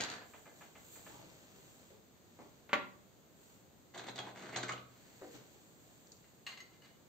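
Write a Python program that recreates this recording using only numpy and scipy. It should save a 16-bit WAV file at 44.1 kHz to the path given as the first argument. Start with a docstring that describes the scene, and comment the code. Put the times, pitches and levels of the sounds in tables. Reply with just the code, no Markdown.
"""A small, bare room, with a small stereo microphone close to the table and a low wash of air behind.
Someone slides a rattling clipboard aside, sits down with dull bumps and drops steel pliers on the table.
Hands rake through a pile of hard plastic parts, which clack and judder while the tabletop booms under
them, then pick two out and click them together. Sleeves rustle near the microphone with each movement."""
import sys
import numpy as np
from scipy import signal
from scipy.fft import rfft, irfft
from scipy.io import wavfile
from scipy.ndimage import uniform_filter1d

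SR = 44100
rng = np.random.default_rng(int(sys.argv[2]) if len(sys.argv) > 2 else 0)


def store_pcm(level_fs):
    """Save levels as 16-bit WAV."""
    pcm = np.round(np.clip(level_fs, -1, 1) * 32767).astype(np.int16)
    wavfile.write(sys.argv[1], SR, np.atleast_2d(pcm).T)


N = 312228
AGE = np.arange(SR) / SR  # seconds since a blow
CONTACT_S = 0.0008  # from first touch to the sound of the blow

# Blows. Each row: start in seconds, relative level in dB.
CLIP_RATTLES = [(0.0055, -34.5), (0.008, -24.5), (0.0175, -33), (0.037, -27), (0.0465, -34), (0.064, -46),
                (0.1002, -32.5), (0.11, -46), (0.1165, -39), (0.126, -50), (0.1385, -40), (0.15, -46),
                (0.16, -53)]
HAND_THUDS = [(2.389, -38), (2.399, -48.5)]
PLIER_BLOWS = [(2.6918, -40), (2.709, -46), (2.719, -46.5), (2.7306, -14.5), (2.7358, -24.5), (2.7445, -26),
               (2.7485, -32), (2.754, -33)]
HOLLOW_KNOCKS = [(5.213, -47), (5.22, -43.5), (5.231, -45.5), (5.244, -45), (5.265, -52.5)]
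NAIL_TICKS = [(5.6714, -70), (6.069, -61), (6.1173, -50), (6.1664, -63)]
# The clipboard, farther off. Each row: start in seconds, relative level in dB, tilt in dB per octave.
FAR_TAPS = [(0.214, -44, 0), (0.334, -43.5, 1.5), (0.351, -50, 2.5), (0.455, -46, -0.5), (0.466, -46, -2.5),
            (0.515, -54, -7), (0.608, -44.5, 1), (0.618, -48, 3), (0.752, -45, 3), (0.955, -46, -2),
            (1.062, -42.5, 1.5)]
# The body meets the furniture. Each row: start in seconds, relative level in dB, main ring in Hz.
BODY_BUMPS = [(1.099, -48, 890), (1.144, -48.5, 912), (1.192, -49, 666), (1.241, -51, 410),
              (1.258, -55.5, 324), (1.349, -61, 353), (1.563, -53, 388), (1.905, -49.5, 422),
              (5.344, -46, 333), (5.354, -62, 350), (5.543, -54.5, 410)]
# Loose parts collide. Each row: start in seconds, relative level in dB, tilt in dB per octave,
# main ring in Hz.
CLACKS = [(3.947, -46.5, 6, 3620), (3.9763, -39, 5.5, 3740), (3.987, -41.5, 0, 3540),
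          (3.994, -41, -1, 4100), (4.069, -44, 3, 3800), (4.079, -38, -2.5, 786),
          (4.0853, -35.5, -1.5, 3720), (4.093, -41, 1, 4080), (4.158, -39, 5, 3870),
          (4.165, -43.5, 0, 4060), (4.179, -34.5, -2.5, 3930), (4.188, -29.5, -0.5, 3310),
          (4.197, -46, -1, 2120), (4.268, -38.5, -7.5, 1017), (4.278, -40, -7.5, 890),
          (4.297, -51, -7, 797), (4.373, -46, 1, 2130), (4.422, -41.5, 0, 1280), (4.489, -40, -2, 1480),
          (4.5605, -25.5, -0.5, 4070), (4.569, -33, 6, 6400), (4.573, -31.5, -2, 718),
          (4.584, -33, -1, 1570), (4.629, -33, -3, 3840), (4.632, -28, 0, 1487), (4.682, -39, 9, 2140),
          (4.692, -33, 2, 1285), (4.706, -34.5, -3.5, 1270), (4.721, -37.5, 7, 2960),
          (4.733, -38, -6, 3100), (4.777, -43, -3, 2900)]
# Two held parts meet. Each row: start in seconds, relative level in dB, tilt in dB per octave,
# ring of the small part in dB, ring of the large part in dB.
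SNAPS = [(6.241, -55.5, -2, -5, -12), (6.465, -34, 1, 3.5, -10), (6.4724, -39, 0.5, 8.5, -11),
         (6.482, -54, 7, 3, 2), (6.485, -48, -2, 7, -1), (6.4945, -43.5, -4.5, -10, -4),
         (6.512, -53, 5, -3, -6), (6.525, -44, -2, -11, -9), (6.5734, -44.5, 1, 3, 3),
         (6.6022, -44.5, 5, -3, 8), (6.629, -61, 7, 3, 1), (6.7344, -61, 2, -5, -3),
         (6.819, -55, -2, 3, -8), (6.845, -63, -7, -3, -7), (6.893, -61, -1.5, -9, -12)]

# Sliding movements. Each row: start in seconds, length in seconds, relative level in dB.
BOARD_SLIDE = [(-0.05, 0.13, -41), (0.064, 0.13, -50.5), (0.168, 0.074, -62)]
RAKING = [(3.938, 0.18, -53.5), (4.152, 0.17, -53.5), (4.35, 0.27, -53), (4.522, 0.27, -55.5)]  # hands through the pile
FINGERING = [(4.863, 0.48, -65), (5.186, 0.16, -67.5), (5.296, 0.16, -67), (5.536, 0.26, -88)]  # skin on a part
RUBBING = [(6.457, 0.096, -48), (6.58, 0.05, -56), (6.7, 0.088, -64), (6.818, 0.1, -57)]  # part on part
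# Arms and body move. Each row: start in seconds, length in seconds, relative hiss and rustle in dB.
GESTURES = [(0.147, 0.53, -72.5, -64), (0.524, 0.31, -74.5, -63.5), (0.75, 0.48, -66.5, -59),
            (0.916, 0.089, -68.5, -89), (0.993, 0.73, -74.5, -60), (1.51, 0.52, -73.5, -63),
            (2.203, 0.51, -82, -65.5), (3.336, 0.31, -74.5, -66), (3.5, 3.8, -85.5, -80),
            (4.867, 0.84, -77.5, -63.5), (5.305, 0.085, -75, -59), (5.447, 1.07, -79.5, -70.5)]
# Dragged parts judder. Each row: start in seconds, length in seconds, relative level in dB, ring in Hz.
DRAGS = [(3.947, 0.091, -57, 754), (4.196, 0.19, -57.5, 807), (4.37, 0.071, -70, 6560),
         (4.53, 0.052, -49, 2170), (4.692, 0.047, -45.5, 1300), (4.676, 0.064, -48.5, 2170)]

# How each thing rings. Each row: frequency in Hz, relative level in dB, seconds to die away by 60 dB.
BOARD_MODES = [(900, -14, 0.052), (1220, -1, 0.055), (1605, 0, 0.035), (1740, -1, 0.062), (2060, -3, 0.07),
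               (2410, 1, 0.039)]
PLIER_MODES = [(120.3, -26.5, 0.81), (191.7, -22.5, 1), (266, -8.5, 0.26), (456, -11, 0.2), (600, -3, 0.12),
               (1070, -15, 0.066), (1154, 2.5, 0.1), (1390, 3.5, 0.11), (1533, 2, 0.067),
               (1694, -14, 0.064), (2030, -15, 0.035), (2047, 4, 0.068), (2200, -14, 0.043),
               (2500, -17, 0.08)]
TABLE_MODES = [(123.4, 4.5, 0.77), (193, -5, 0.71), (265, -11, 0.55), (357, 3, 0.12), (439, -4.5, 0.17),
               (624, -3.5, 0.36), (756, -3, 0.12)]
HOLLOW_MODES = [(305.5, -3.5, 0.18), (355, -6, 0.15), (405, -1, 0.23), (478.5, 3.5, 0.3), (521, 5, 0.15),
                (750, 2, 0.064)]
SMALL_PART_MODES = [(1127, -5.5, 0.047), (1650, -9, 0.026), (1880, -4, 0.029), (2755, 6.5, 0.018),
                    (2957, 1, 0.063), (3550, -21, .025), (4300, -1, 0.028)]
LARGE_PART_MODES = [(1333, -8.5, 0.1), (2035, 3, 0.04), (2100, 1, 0.042), (3200, -5, .03),
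                    (3995, -1, 0.047), (4500, -3, 0.029), (5450, -5, 0.03), (6500, -12, 0.11)]
# A loose part's modes. Each row: ratio to its main ring, relative level in dB, seconds to die away
# by 60 dB when that ring is at 1500 Hz.
PART_CLUSTER = [(.76, -9, .03), (.86, -2, 0.034), (.93, 2, 0.026), (1, 3.5, 0.04), (1.07, -1, 0.026),
                (1.15, -4, 0.028), (1.3, -4, 0.035), (1.62, -9.5, .025)]

# Tone colours. Each row: frequency in Hz, relative gain in dB.
AIR_TONE = [(20, -30), (45, -8.5), (70, -1.5), (130, 3), (300, 0), (600, -5), (1100, -12), (2500, -17.5),
            (5000, -17), (7500, -20), (14000, -13.5)]
CLIP_TONE = [(100, -29), (600, -9), (1700, -8), (3000, -6), (4300, 6.5), (7500, -1.5), (14000, -23)]
BOARD_SLIDE_TONE = [(20, -24), (60, -13), (160, -1.5), (600, -0.5), (1000, -2.5), (1700, 0.5), (3000, -5.5),
                    (4500, -6), (7500, -18), (14000, -24)]
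FAR_TAP_TONE = [(20, -34), (100, -18), (300, 4), (700, 9.5), (1100, 4.5), (1800, 1), (3100, -5),
                (4500, -18), (14000, -31)]
SLEEVE_TONE = [(100, -18), (600, -7), (1500, -15), (4000, -2), (5500, -11), (7400, 7.5), (9000, -1.5),
               (14000, 7.5)]
BODY_TONE = [(40, -21), (120, -6), (300, -8), (600, -9.5), (1100, -15), (2500, -17), (6000, -16.5),
             (14000, -72)]
THUD_TONE = [(20, -47), (100, -12), (250, 3.5), (700, -0.5), (1100, -2), (1600, -13), (2200, -8),
             (3500, -35), (14000, -35)]
PLIER_TONE = [(20, -54), (60, -12), (150, -12), (270, 0.5), (380, -3.5), (540, -5), (750, -3.5), (1100, -1),
              (1500, -3.5), (2100, -1.5), (3000, -9.5), (4500, -19.5), (7500, -33), (10000, -46),
              (14000, -33)]
DEEP_BASS_CUT = [(30, -25), (100, -2)]  # deep bass is kept faint
PILE_TONE = [(20, -36), (60, -26), (200, -21), (420, -2), (700, 4.5), (1000, 5.5), (1500, 3.5),
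             (2800, -1.5), (4200, -0.5), (7000, -7.5), (14000, -36)]
SCRAPE_TONE = [(20, -43), (60, -38), (200, 3), (400, 2.5), (780, 1), (1050, -3.5), (1600, 1), (2800, -7.5),
               (4200, -8.5), (7000, -18), (14000, -25)]
HELD_TONE = [(100, -36), (700, -2), (1100, 0.5), (2000, 5.5), (2400, 3.5), (3600, -3), (4500, 3.5),
             (5300, -4.5), (8000, -10.5), (14000, -13)]
HOLLOW_TONE = [(20, -44), (70, -23), (200, -8.5), (350, 5.5), (480, 2), (750, -8), (1100, -14), (1900, -16),
               (3000, -39), (14000, -45)]
NAIL_TONE = [(200, -31.5), (3200, -11), (4500, 14.5), (7000, 9), (14000, -32)]
UNEVEN_TREBLE = [(4500, 0.5), (5100, -5), (5900, -2.5), (6600, 6), (8350, 1), (8850, -20), (11250, -19),
                 (11700, -6)]  # one shallow dip and one deep one

# The room's reverberation. Each row: frequency in Hz, seconds to die away by 60 dB.
ROOM_DECAY = [(100, 0.29), (300, 0.53), (1000, 0.45), (2500, 0.36), (5000, 0.37), (8000, 0.14),
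              (14000, 0.38)]
# Diffuse sound at the microphone. Each row: frequency in Hz, likeness of left and right from 0 to 1.
COHERENCE = [(50, 0.1), (130, 0.35), (300, 0.71), (700, 0.28), (1400, 0.04), (3000, 0.09), (15000, 0)]


def amp(db):
    """Decibels to gain."""
    return 10 ** (np.asarray(db) / 20)


def unit(x):
    """Scales to rms 1."""
    return x / np.sqrt(np.mean(x ** 2) + 1e-20)


def norm(x):
    """Scales to energy 1."""
    return x / np.sqrt(np.sum(x ** 2) + 1e-20)


def read(points, hz):
    """Reads a table on a log-frequency axis."""
    f, value = np.transpose(points)
    return np.interp(np.log(hz + 1), np.log(f + 1), value)


def add(mix, start, sound):
    """Mixes a sound in at start seconds."""
    part = mix[max(round(start * SR), 0):][:len(sound)]
    part += sound[:len(part)]


def colour(x, tone, tilt_db=0, size=4096):
    """Minimum-phase filter with a given tone, tilted by tilt_db per octave about 1.5 kHz."""
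    hz = abs(np.fft.fftfreq(size, 1 / SR))
    octaves = np.log2(np.clip(hz, 300, 9000) / 1500)
    log_gain = np.log(amp(read(tone, hz) + tilt_db * octaves))
    taps = np.fft.ifft(np.exp(np.conj(signal.hilbert(log_gain)))).real
    return signal.oaconvolve(x, taps[:size // 2])[:len(x)]


def even(x, width_hz=130, size=8192):
    """Smooths out the chance humps in the spectrum of a noisy burst."""
    rows = np.atleast_2d(x)
    hz = np.fft.rfftfreq(size, 1 / SR)
    power = uniform_filter1d((abs(rfft(rows, size)) ** 2).mean(0), int(width_hz / hz[1]))
    inverse = np.c_[hz, -10 * np.log10(power / power.mean() + 1e-6)]
    return np.reshape([colour(row, inverse) for row in rows], x.shape)


def diffuse(pair):
    """Two unrelated signals grow alike in the low range, as at a microphone's two close ports."""
    a, b = rfft(pair)
    likeness = read(COHERENCE, np.fft.rfftfreq(pair.shape[1], 1 / SR))
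    mid, side = a * np.sqrt((1 + likeness) / 2), b * np.sqrt((1 - likeness) / 2)
    return irfft([mid + side, mid - side], pair.shape[1])


def room(x, wet_db, pan_db=0, lag_s=0, early_db=-5):
    """Direct sound (pan_db louder and lag_s later on the left), nearby reflections and the room's tail."""
    echoes = rng.choice([-1., 1.], (2, SR)) * (rng.random((2, SR)) < 4000 / SR)
    hz, t, spectra = signal.stft(echoes, SR, nperseg=256)
    decay = amp(-60 * t / read(ROOM_DECAY, hz)[:, None])
    tail = signal.istft(spectra * decay, SR, nperseg=256)[1][:, :SR]
    tail = norm(tail * np.clip(AGE / 0.004, 0, 1) ** 2)
    reflections = rng.standard_normal((2, SR)) * (rng.random((2, SR)) < 1200 / SR)
    early = norm(reflections * np.exp(-AGE / 0.0067))
    response = diffuse(amp(wet_db) * tail + amp(early_db) * early) * (AGE < 0.8)
    response[0, round(max(lag_s, 0) * SR)] += amp(pan_db / 2) / np.sqrt(2)
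    response[1, round(max(-lag_s, 0) * SR)] += amp(-pan_db / 2) / np.sqrt(2)
    return signal.fftconvolve(x[None], even(response, width_hz=50), axes=1)[:, :N]


def ring(modes, spread_db=2.0, detune=0):
    """Dying modes; their strengths vary with the spot struck, their pitches by the share detune."""
    strength, shift = rng.standard_normal((2, len(modes)))
    sound = np.zeros(SR)
    for k, (hz, db, t60) in enumerate(modes):
        envelope = amp(db + spread_db * strength[k] - 60 * AGE / t60)
        sound += (-1) ** k * envelope * np.sin(2 * np.pi * hz * (1 + detune * shift[k]) * AGE)
    return norm(sound)


def part_modes(hz):
    """The cluster of modes round a main ring at hz; higher-pitched parts are damped sooner."""
    return [(hz * ratio, db, t60 * (1500 / hz) ** 0.22) for ratio, db, t60 in PART_CLUSTER]


def blow(tone, modes, tilt_db, t60, ring_db=0, edge=0, soft_s=0, size=8192):
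    """A contact: a sharp edge, a crack of crowded modes that builds over soft_s, then the clear modes."""
    build_up = 1 - np.exp(-AGE[1:size + 1] / max(soft_s, 1e-6))
    crack = norm(rng.choice([-1., 1.], size) * build_up * amp(-60 * AGE[:size] / t60))
    crack[0] += edge
    crack = norm(colour(even(crack), tone, tilt_db))
    crack = np.pad(crack, (0, SR - size))
    return norm(crack + amp(ring_db) * ring(modes)) if modes else crack


def blows(rows, tone, modes, gain_db, t60, tilt_db=0, ring_db=0, edge=0):
    """A run of blows on one object, alike in brightness and in the length t60 of their crack."""
    out = np.zeros(N)
    for start, db in rows:
        add(out, start + CONTACT_S, amp(db + gain_db) * blow(tone, modes, tilt_db, t60, ring_db, edge))
    return out


def friction(tone, per_s, spread_db):
    """Tiny slips at random moments; spread_db scatters their sizes further."""
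    slips = rng.standard_normal(N) * (rng.random(N) < per_s / SR)
    sizes = amp(spread_db * np.minimum(rng.exponential(1, N), 3))
    return unit(colour(slips * sizes, tone))


def stroke(start, length, db, peak=0.3, swell=1.0):
    """Gain of one slide, fastest at the share peak of its length; it goes as speed to the power swell."""
    progress = np.interp(np.arange(N) / SR, start + length * np.array([0, peak, 1]), [0, 0.5, 1])
    speed = np.sin(np.pi * np.minimum(progress, 1 - progress))
    return amp(db) * speed ** swell


def skids(rows, t60, follow):
    """Gain of the slides that blows set off: stronger after a harder blow, then braked by friction."""
    power, hardest_db = np.zeros(N), max(row[1] for row in rows)
    for start, db, *_ in rows:
        add(power, start, amp(follow * (db - hardest_db) - 60 * AGE / t60) ** 2)
    return np.sqrt(power)


def air():
    """Room tone all round the microphone: a steady low wash with a faint hiss on top."""
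    wash = np.array([colour(noise, AIR_TONE) for noise in rng.standard_normal((2, N))])
    return amp(-62) * unit(diffuse(wash))


def clipboard():
    """Close by, the board slides off and its clip rattles; farther off it knocks, soft and roomy."""
    rattle = blows(CLIP_RATTLES, CLIP_TONE, [], gain_db=14, t60=0.011, tilt_db=-2.5, edge=0.9)
    near = room(rattle, wet_db=-5, lag_s=-0.00005, early_db=-9)
    dragging = sum(stroke(*row) for row in BOARD_SLIDE)
    slide = dragging * friction(BOARD_SLIDE_TONE, per_s=4100, spread_db=0)
    far = np.zeros(N)
    for start, db, tilt_db in FAR_TAPS:
        tap = blow(FAR_TAP_TONE, BOARD_MODES, tilt_db, t60=0.066, ring_db=-6, soft_s=0.0067)
        add(far, start + CONTACT_S, amp(db + 14) * tap)
    near += room(slide, wet_db=1.5, lag_s=-0.00005, early_db=3.5)
    return near + room(far, wet_db=3.5, early_db=4.5)


def clothes():
    """Sleeve fibres slip and hiss right at the microphone; folds of cloth rustle lower, in the room."""
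    brushing, folding = np.zeros(N), np.zeros(N)
    for start, length, hiss_db, rustle_db in GESTURES:
        brushing += stroke(start, length, hiss_db, peak=0.42)
        folding += stroke(start, length, rustle_db, peak=0.42, swell=0.92)
    fibres = np.array([friction(SLEEVE_TONE, per_s=8400, spread_db=-1) for side in "LR"])
    hiss = amp(11.5) * brushing * fibres * amp([[-1.5], [1.5]])  # a little to the right
    folds = amp(-4) * folding * friction(BODY_TONE, per_s=3000, spread_db=3.5)
    return hiss + room(folds, wet_db=0, pan_db=4, lag_s=0.00018)


def body_bumps():
    """The body bumps dully against chair and table."""
    bumps = np.zeros(N)
    for start, db, hz in BODY_BUMPS:
        bump = blow(BODY_TONE, part_modes(hz), tilt_db=-2, t60=0.04, ring_db=0.5, edge=0.68)
        add(bumps, start, amp(db + 20) * bump)
    return room(bumps, wet_db=2.5, lag_s=0.00028)


def pliers():
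    """Close to the microphone a hand comes down on the table, then the pliers' steel jaws drop on it."""
    hand = blows(HAND_THUDS, THUD_TONE, [], gain_db=18.5, t60=0.31, tilt_db=-1.5, edge=0.27)
    jaws = blows(PLIER_BLOWS, PLIER_TONE, PLIER_MODES,
                 gain_db=19, t60=0.041, tilt_db=0.9, ring_db=-3.5, edge=0.49)
    radiated = colour(hand + jaws, DEEP_BASS_CUT)
    return room(radiated, wet_db=-4.5, pan_db=0.5, lag_s=0.00005, early_db=-2.5)


def pile():
    """Raked parts collide, judder and skid on; the tabletop booms under them, close and nearly dry."""
    clacks, thumps, judder = np.zeros((3, N))
    for start, db, tilt_db, hz in CLACKS:
        clack = blow(PILE_TONE, part_modes(hz), tilt_db, t60=0.063, ring_db=-0.5, edge=0.13)
        add(clacks, start, amp(db + 14.5) * clack)
        add(thumps, start, amp(db + 12) * ring(TABLE_MODES))
    slips = friction(PILE_TONE, per_s=2700, spread_db=7)
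    for start, length, db, hz in DRAGS:
        singing = unit(signal.oaconvolve(slips, ring(part_modes(hz)))[:N])
        judder += stroke(start, length, db, peak=0.16) * singing
    pushed = sum(stroke(*row, peak=0.088, swell=0.24) for row in RAKING)
    sliding = np.hypot(pushed, amp(-47.5) * skids(CLACKS, t60=0.099, follow=0.29))
    scrape = amp(-2) * sliding * friction(SCRAPE_TONE, per_s=2500, spread_db=3.5)
    rumble = amp(-7.5) * signal.oaconvolve(scrape, ring(TABLE_MODES))[:N]
    boom = colour(thumps + rumble, DEEP_BASS_CUT)
    parts = room(clacks + judder + scrape, wet_db=-1, pan_db=-1, lag_s=-0.00005, early_db=1.5)
    return parts + room(boom, wet_db=-20, early_db=-30)


def held_parts():
    """Fingers slide on two parts, which then chatter together and rub; each contact rings both."""
    touch = sum(stroke(*row, peak=0.15) for row in FINGERING)
    skin = amp(-5.5) * touch * friction(HELD_TONE, per_s=4800, spread_db=1.5)
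    snaps = np.zeros(N)
    for start, db, tilt_db, small_db, large_db in SNAPS:
        crack = blow(HELD_TONE, [], tilt_db, t60=0.048, edge=0.15)
        small = amp(small_db) * ring(SMALL_PART_MODES, detune=0.0095)  # each grip shifts the modes
        large = amp(large_db) * ring(LARGE_PART_MODES)
        add(snaps, start + CONTACT_S, amp(db + 13) * (crack + small + large))
    slips = friction(HELD_TONE, per_s=2200, spread_db=-0.5)
    sliding = sum(stroke(*row, peak=0.27) for row in RUBBING)
    sliding += amp(-53) * skids(SNAPS, t60=0.22, follow=0.49)
    ringing = unit(signal.oaconvolve(slips, ring(SMALL_PART_MODES) + ring(LARGE_PART_MODES))[:N])
    rub = amp(-7) * sliding * unit(slips + amp(-4) * ringing)
    return room(skin + snaps + rub, wet_db=-1, pan_db=1)


def hollow_part():
    """Near the microphone a hollow part knocks as it is turned in the fingers."""
    knocks = blows(HOLLOW_KNOCKS, HOLLOW_TONE, HOLLOW_MODES,
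                   gain_db=26.5, t60=0.047, tilt_db=1.8, ring_db=4, edge=0.43)
    return room(knocks, wet_db=-5, lag_s=0.00011, early_db=-7)


def nail_ticks():
    """Fingernails tick on the held parts, short and bright."""
    ticks = blows(NAIL_TICKS, NAIL_TONE, [], gain_db=15.5, t60=0.028, edge=0.38)
    return room(ticks, wet_db=0, lag_s=0.0002, early_db=7.5)


def scene():
    """Everything that reaches the microphone at the table."""
    settling_in = air() + clipboard() + clothes() + body_bumps() + pliers()
    return settling_in + pile() + held_parts() + hollow_part() + nail_ticks()


def record(dry):
    """The treble comes through unevenly and is cut off above 15.65 kHz."""
    heard = np.array([colour(channel, UNEVEN_TREBLE) for channel in dry])
    low_pass = signal.firwin(511, 15650, window=("kaiser", 9), fs=SR)
    return signal.oaconvolve(heard, low_pass[None], "same")


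dry = scene()
out = record(dry)
store_pcm(out)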